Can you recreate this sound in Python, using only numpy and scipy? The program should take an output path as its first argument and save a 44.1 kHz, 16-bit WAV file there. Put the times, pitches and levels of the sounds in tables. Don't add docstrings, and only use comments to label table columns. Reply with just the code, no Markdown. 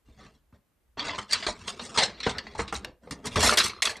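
import sys
import numpy as np
from scipy import signal
from scipy.fft import rfft, irfft, next_fast_len
from scipy.io import wavfile
from scipy.ndimage import uniform_filter1d, minimum_filter1d

SR = 44100
rng = np.random.default_rng(int(sys.argv[2]) if len(sys.argv) > 2 else 0)


def digitize_waveform(pressure):
    field = np.atleast_2d(pressure).T
    bounded = np.clip(field, -1, 1)
    quanta = np.round(bounded * 32767).astype(np.int16)
    wavfile.write(sys.argv[1], SR, quanta)


N = 176400
TIME = np.arange(N) / SR
HIT_TIME = np.arange(SR // 3) / SR

# low and high edge in Hz, attack in
# seconds, multiplier on a knock's decay time, knock gain in dB, scrape gain in dB, room send in dB.
REGISTERS = [(30, 416, 0.0036, 1.4, -0.5, -2.5, -6), (324, 1935, 0.00073, 1.174, 0.5, -2.5, -11.5),
             (1568, 4870, 0.0015, 0.9, 2, -2.5, -13), (5450, 22000, 0.00021, 0.8, 1.5, 0, -23)]


def amp(db):
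    return 10 ** (np.asarray(db) / 20)


def unit(x):
    return x / np.sqrt(np.mean(x ** 2) + 1e-20)


def along(points, hz):
    freqs, values = np.transpose(points)
    return np.interp(np.log(hz + 1), np.log(freqs + 1), values)


def filtered(x, response):
    n = x.shape[-1]
    size = next_fast_len(n + SR // 10)
    return irfft(rfft(x, size) * response(np.fft.rfftfreq(size, 1 / SR)), size)[..., :n]


def noise(spectrum):
    return unit(filtered(rng.standard_normal(N), lambda hz: amp(along(spectrum, hz))))


def add(track, start, x):
    i = max(round(start * SR), 0)
    track[i:i + len(x)] += x[:max(N - i, 0)]


def noise_floor(level_db=-74.5):
    # frequency in Hz, relative level in dB.
    colour = [(25, -6.5), (54, -4.5), (200, -9.5), (1330, -21), (2030, -23), (5400, -31), (14000, -28.5)]
    return amp(level_db) * noise(colour)


def handling_rumble():
    # time in seconds, level in dB.
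    fader = [(0.0, -85), (0.09, -57), (0.59, -71.5), (0.67, -97), (1.06, -48), (1.12, -73), (2.91, -53.5),
             (2.97, -72), (3.41, -45), (4.0, -65.5)]
    # frequency in Hz, relative level in dB.
    colour = [(12, -23), (25, 4), (42, -4.5), (60, 8), (110, -21.5), (400, -71.5)]
    return amp(np.interp(TIME, *np.transpose(fader))) * noise(colour)


def shell_modes(lo_hz, hi_hz, places=32, pitch_scatter=0.027, lift_scatter_db=2.5):
    # frequency in Hz, relative level in dB.
    colour = [(25, -27), (45, -15), (72, 2), (115, -5), (154, -10.5), (193, 2), (320, -8.5), (450, -6),
              (750, -3), (1240, 6.5), (1700, -5.5), (3000, -10), (4270, -8), (5100, -9), (7230, -12.5),
              (9500, -12), (12000, -17), (14300, -47)]
    # centre in Hz, width in Hz, lift in dB.
    resonances = [(436, 19, 9), (642, 89, 5.5), (1360, 410, -9.5), (2125, 320, 3.5), (2765, 92, 7.5),
                  (3376, 240, 6), (4260, 700, 4), (5520, 150, 5)]
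    shifts, lifts = rng.standard_normal((2, len(resonances), places, 1))

    def response(hz):
        lift_db = 0
        for (centre, width, db), shift, lift in zip(resonances, shifts, lifts):
            off_centre = 2 * (hz - centre * (1 + pitch_scatter * shift)) / width
            lift_db += (db + lift_scatter_db * lift) / (1 + off_centre ** 2)
        band = ((1 + (lo_hz / (hz + 1)) ** 8) * (1 + (hz / hi_hz) ** 8)) ** -.5
        return amp(along(colour, hz) + lift_db) * band
    return unit(filtered(rng.standard_normal((places, len(HIT_TIME))), response))


def shell_hit(modes, attack_s, t60, wall_max_s=0.0009, wall_gain=0.55):
    place, offset, path, polarity = rng.random(4)
    env = amp(-60 * HIT_TIME / t60) * (1 - np.exp(-HIT_TIME / attack_s))
    direct = np.roll(modes[int(place * len(modes))], -int(offset * len(HIT_TIME) / 2)) * env
    bounce = np.roll(direct, int(SR * wall_max_s * (1 + path) / 2))
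    hit = direct + wall_gain * np.sign(polarity - .5) * bounce
    return hit * np.sqrt(np.sum(env ** 2) / np.sum(hit ** 2))


def stick_slip(jerks_per_s=1300, scatter_db=3.5):
    slips = rng.random(N) < jerks_per_s / SR
    sizes = amp(scatter_db * np.clip(rng.standard_normal(N), -2, 2))
    return slips * sizes * rng.choice([-1, 1], N)


def rubbing(modes, jerks, register, segments=140):
    decays = [0.038, 0.044, 0.035, 0.02]
    hardness = [0.9, 1.05, 1.3, 1.6]
    out, step = np.zeros(N), N // segments
    attack_s = REGISTERS[register][2]
    train = np.sign(jerks) * np.abs(jerks) ** hardness[register]
    for i in range(0, N, step):
        hit = shell_hit(modes, attack_s, decays[register])[:SR // 10]
        add(out, i / SR, signal.fftconvolve(train[i:i + step], hit))
    return unit(out)


def scrapes(modes, jerks, register, rise_s=0.012, fall_s=0.013, swell_share=0.067):
    # start and end in seconds, then thump, body, clack and tick
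    # levels in dB before the register's gain.
    slides = [(0.045, 0.386, -65, -73, -70, -76.5), (0.168, 0.276, -53, -53.5, -58, -67),
              (0.53, 0.566, -61, -70, -74, -81), (0.969, 1.166, -45.5, -39, -39, -74),
              (1.033, 1.083, -47, -37, -43, -45.5), (1.143, 1.24, -49.5, -52, -47.5, -53),
              (1.278, 1.48, -53.5, -51.5, -42.5, -51.5), (1.472, 1.503, -39.5, -35, -35, -37),
              (1.524, 1.813, -50, -53.5, -52.5, -59.5), (1.665, 1.708, -66, -39, -37.5, -37),
              (1.805, 1.867, -43, -49, -44, -44), (1.877, 1.95, -47.5, -47, -50, -50.5),
              (1.94, 1.976, -48, -35.5, -38, -40), (1.97, 2.038, -34, -25, -22.5, -31.5),
              (2.064, 2.114, -45.5, -52, -47.5, -60), (2.085, 2.264, -53, -55.5, -52.5, -82),
              (2.247, 2.323, -66, -40.5, -39, -46), (2.335, 2.405, -46, -42, -50, -72),
              (2.408, 2.727, -49.5, -59.5, -53.5, -71), (2.574, 2.621, -36.5, -39, -50, -44),
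              (2.73, 2.77, -51, -51, -41.5, -39), (2.754, 2.896, -47, -57, -59, -73),
              (3.011, 3.256, -50.5, -59.5, -69, -73), (3.114, 3.123, -38.5, -46, -51, -40.5),
              (3.24, 3.273, -37.5, -37.5, -42, -49), (3.306, 3.37, -42, -47, -42, -48),
              (3.353, 3.397, -25, -27, -30, -40), (3.386, 3.495, -32.5, -29, -23, -24.5),
              (3.494, 3.541, -44, -26, -25, -27), (3.576, 3.595, -46, -54, -22.5, -32),
              (3.606, 3.679, -47, -36, -29.5, -33.5), (3.665, 3.793, -52.5, -57, -51, -83),
              (3.83, 3.904, -54, -37, -39.5, -37.5), (3.92, 4.004, -63, -50.5, -55, -77)]
    power = np.zeros(N)
    for start, end, *levels in slides:
        length = max(end - start, rise_s)
        t = TIME[:int(length * SR) + len(HIT_TIME)]
        swell_s = swell_share * length
        fade_in = np.minimum(t / (rise_s + swell_s), 1)
        fade_out = np.exp(-np.maximum(t - length + swell_s, 0) / (fall_s + swell_s / 2))
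        add(power, start, (fade_in * fade_out * amp(levels[register])) ** 2)
    return np.sqrt(power) * rubbing(modes, jerks, register)


def casing_thump(detune=0.059, scatter_db=2):
    # pitch in Hz, relative level in dB, t60 in seconds.
    low_modes = [(70.3, -5.5, 0.13), (109, -5, 0.092), (184.8, -3, 0.07), (257, -3.5, 0.077)]
    out = np.zeros(len(HIT_TIME))
    for k, (hz, db, t60) in enumerate(low_modes):
        env = amp(db + scatter_db * rng.standard_normal() - 60 * HIT_TIME / t60)
        pitch = hz * (1 + detune * rng.standard_normal())
        out += (-1) ** k * env * np.sin(2 * np.pi * pitch * HIT_TIME)
    return out


def knock_ring(hz, t60, spread=0.0332, scatter_db=9, damping=1.38):
    detune, scatter = rng.standard_normal((2, 3, 1))
    pitches = hz * (1 + spread * (np.array([[-1], [0], [1]]) + detune / 3))
    env = amp(-60 * damping * HIT_TIME / t60) * (1 - np.exp(-HIT_TIME * hz / 2))
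    cluster = env * np.sum(amp(scatter_db * scatter) * np.sin(2 * np.pi * pitches * HIT_TIME), axis=0)
    return cluster * np.linalg.norm(env) / np.linalg.norm(cluster)


def knocks(modes, register):
    # start in seconds, thump, body, clack and tick levels in dB, ring pitch in Hz, ring level
    # in dB, base t60 in seconds. Levels are before the register's gain.
    contacts = [(0.084, -45, -66, -91, -78, 236, -65, 0.1), (0.525, -47, -57, -78, -80, 1107, -55, 0.06),
                (0.972, -46, -35.5, -53, -75, 856, -49, 0.066),
                (0.994, -62, -45, -27.5, -67.5, 4220, -26, 0.05),
                (1.003, -67, -50, -42, -68, 3415, -28, 0.068),
                (1.082, -58, -49, -30, -63, 3800, -32, 0.034),
                (1.094, -63, -46, -33.5, -62, 1985, -27.5, 0.051),
                (1.181, -40, -32, -54, -42, 1160, -34.5, 0.06),
                (1.186, -62, -29.5, -36, -36.5, 3230, -31.5, 0.063),
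                (1.310, -62, -60, -33.5, -34, 4720, -35, 0.13),
                (1.324, -68, -37, -25, -24.5, 4420, -20.5, 0.031),
                (1.331, -58, -35, -21, -22, 4424, -18, 0.078),
                (1.344, -49, -34.5, -28.5, -41, 4550, -50.5, 0.13),
                (1.425, -67, -42.5, -34.5, -61, 4550, -40, 0.18),
                (1.466, -64, -24.5, -25.5, -31.5, 4170, -24, 0.066),
                (1.483, -66, -32, -48, -52, 595, -27, 0.081), (1.678, -57, -34, -28, -37, 4460, -53, 0.052),
                (1.794, -45, -36, -36, -58, 3790, -41, 0.086),
                (1.975, -28, -23.5, -23.5, -25.5, 4260, -24, 0.072),
                (1.983, -35, -40, -22.5, -27, 4290, -27.5, 0.17),
                (2.034, -38.5, -38, -25, -25, 4360, -32, 0.12),
                (2.202, -58, -64, -31.5, -45, 2040, -55.5, 0.074),
                (2.23, -49, -68, -31, -56, 3010, -43, 0.19),
                (2.264, -21.5, -22, -26.5, -53.5, 436, -14.5, 0.059),
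                (2.272, -37, -28, -46, -54, 1500, -27, 0.085),
                (2.294, -54, -52, -31, -37.5, 3490, -36, 0.073),
                (2.383, -50, -43, -26.5, -41, 4530, -30, 0.053),
                (2.468, -50, -40.5, -40.5, -84, 1937, -35.5, 0.042),
                (2.55, -43, -42, -49.5, -54, 845, -38, 0.13),
                (2.592, -43, -24.5, -36.5, -55, 442, -19.5, 0.054),
                (2.598, -36, -30, -33, -39, 432, -24, 0.072),
                (2.678, -65, -50, -38.5, -50, 4020, -47, 0.11),
                (2.725, -38, -26.5, -43, -38.5, 840, -29, 0.073),
                (2.753, -33, -38, -35.5, -42, 3860, -31, 0.047),
                (2.846, -57, -38, -28.5, -39, 1750, -36.5, 0.038),
                (3.073, -67.5, -46, -59, -80.5, 490, -32, 0.048),
                (3.109, -34, -39, -36.5, -35.5, 195, -52, 0.09),
                (3.256, -49, -43, -39, -32.5, 6050, -57, 0.12),
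                (3.268, -30, -63, -31, -31.5, 4360, -52, 0.071),
                (3.358, -26, -20.5, -28, -30.5, 78, -17, 0.076),
                (3.374, -40, -36, -49, -40.5, 436, -31, 0.095),
                (3.406, -24, -29, -28, -26, 5430, -28, 0.049), (3.428, -26, -23, -39, -36, 654, -20, 0.075),
                (3.444, -30, -26, -31, -21, 115, -28, 0.084),
                (3.472, -31, -20.5, -23, -25.5, 4230, -23, 0.063),
                (3.493, -49, -48, -15.5, -26, 1333, -6.5, 0.034),
                (3.523, -40, -26, -39, -42, 1167, -22.5, 0.12), (3.573, -43, -25, -16, -21, 3350, -24, 0.1),
                (3.583, -72, -54, -26.5, -20.5, 4640, -23, 0.14),
                (3.601, -39, -27.5, -17, -41, 3880, -18.5, 0.082),
                (3.641, -37, -49, -29.5, -27, 5900, -38, 0.099),
                (3.696, -50, -39.5, -33.5, -71.5, 2205, -41, 0.096),
                (3.821, -67, -33, -18.5, -23.5, 3390, -24.5, 0.069),
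                (3.826, -58, -43, -20.5, -21, 3330, -44.5, 0.056),
                (3.853, -57, -45, -18.5, -23.5, 3990, -26, 0.062),
                (3.871, -68, -26.5, -20, -45, 4360, -27, 0.045),
                (3.894, -46.5, -37, -33, -39.5, 1725, -37, 0.15),
                (3.956, -66, -56, -46, -69, 2050, -36.5, 0.046),
                (3.967, -49, -55, -44.5, -43.5, 4640, -51, 0.052)]
    lo_hz, hi_hz, attack_s, decay_scale = REGISTERS[register][:4]
    out = np.zeros(N)
    for start, *levels, ring_hz, ring_db, t60 in contacts:
        hit = shell_hit(modes, attack_s, t60 * decay_scale)
        if register == 0:
            hit = 0.16 * hit + casing_thump()
        add(out, start, amp(levels[register]) * hit)
        if lo_hz <= ring_hz < hi_hz:
            add(out, start, amp(ring_db) * knock_ring(ring_hz, t60))
    return out


def room_tail(x, positions=16):
    # frequency in Hz, t60 in seconds.
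    decays = [(100, 0.2), (1000, 0.29), (4000, 0.17), (12000, 0.17)]
    out, step = np.zeros(N), N // positions
    for i in range(0, N, step):
        hz, t, spectra = signal.stft(rng.standard_normal(len(HIT_TIME)), SR, nperseg=256)
        tail = signal.istft(spectra * amp(-60 * t / along(decays, hz)[:, None]), SR, nperseg=256)[1]
        tail = np.pad(tail, (SR // 200, 0))
        first = max(i - step, 0)
        part = x[first:i + step]
        crossfade = np.cos(np.pi / 2 * (first + np.arange(len(part)) - i) / step)
        add(out, first / SR, signal.fftconvolve(part * crossfade, tail / np.linalg.norm(tail)))
    return out


def top_brightness(x, corner_hz=9060):
    # time in seconds, treble gain in dB.
    fader = [(1.1, -44), (1.33, -28), (1.7, -15.5), (2.1, -33), (3.5, -7.5)]
    air = filtered(x, lambda hz: 1 - 1 / (1 + (hz / corner_hz) ** 20))
    return x + (amp(np.interp(TIME, *np.transpose(fader))) - 1) * air


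def catch_clicks(band_hz=(8300, 13800), t60=0.016):
    # start in seconds, level in dB.
    slips = [(1.331, -30), (2.381, -50.5), (2.741, -45), (2.847, -41.5), (3.109, -45.5), (3.572, -23.5)]
    out = np.zeros(N)
    band = signal.butter(2, band_hz, "bandpass", fs=SR, output="sos")
    for start, db in slips:
        crack = unit(signal.sosfilt(band, rng.standard_normal(len(HIT_TIME))))
        add(out, start, crack * amp(db - 60 * HIT_TIME / t60))
    return out


def spring_ring():
    # start in seconds, level in dB.
    snaps = [(3.573, -37)]
    # pitch in Hz, relative level in dB, t60 in seconds.
    partials = [(2210, -6, 0.25), (3892, -8, 0.26), (4140, 3, 0.57), (9884, -13, 0.66)]
    out, t = np.zeros(N), TIME[:SR]
    for start, snap_db in snaps:
        for hz, db, t60 in partials:
            add(out, start, amp(snap_db + db - 60 * t / t60) * np.sin(2 * np.pi * hz * t))
    return out


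def teeter(pitch_hz=1236, peak_s=0.002):
    # start in seconds, level in dB.
    taps = [(3.733, -35), (3.764, -42), (3.787, -40), (3.803, -41)]
    out, age = np.zeros(N), HIT_TIME / peak_s
    tap = (age * np.exp(1 - age)) ** 2 * np.sin(2 * np.pi * pitch_hz * HIT_TIME)
    for start, db in taps:
        add(out, start, amp(db) * tap)
    return out


def stereo_side(mid, flickers_per_s=440):
    # frequency in Hz, side level against the mid in dB.
    width = [(100, -45), (2000, -42), (4000, -29.5), (8000, -8.5), (13000, -12)]
    flicker = unit(np.interp(TIME * flickers_per_s, np.arange(N), rng.standard_normal(N)))
    return filtered(mid * flicker, lambda hz: amp(along(width, hz)))


def scene():
    jerks = stick_slip()
    mid = spring_ring() + teeter()
    for register, (lo_hz, hi_hz, _, _, knock_db, scrape_db, room_db) in enumerate(REGISTERS):
        modes = shell_modes(lo_hz, hi_hz)
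        flap = amp(knock_db) * knocks(modes, register)
        flap += amp(scrape_db) * scrapes(modes, jerks, register)
        mid += flap + amp(room_db) * room_tail(flap)
    mid = top_brightness(mid) + catch_clicks() + noise_floor() + handling_rumble()
    side = stereo_side(mid) + amp(-4.5) * noise_floor()
    return np.array([mid + side, mid - side])


def record(dry):
    ceiling, low_cut_hz, top_hz = 0.44, 31, 14400
    needed = ceiling / np.maximum(np.abs(dry).max(axis=0), ceiling)
    gain = uniform_filter1d(minimum_filter1d(needed, size=129), size=129)
    return filtered(dry * gain, lambda hz: (hz < top_hz) / np.sqrt(1 + (low_cut_hz / (hz + 1)) ** 10))


dry = scene()
out = record(dry)
digitize_waveform(out)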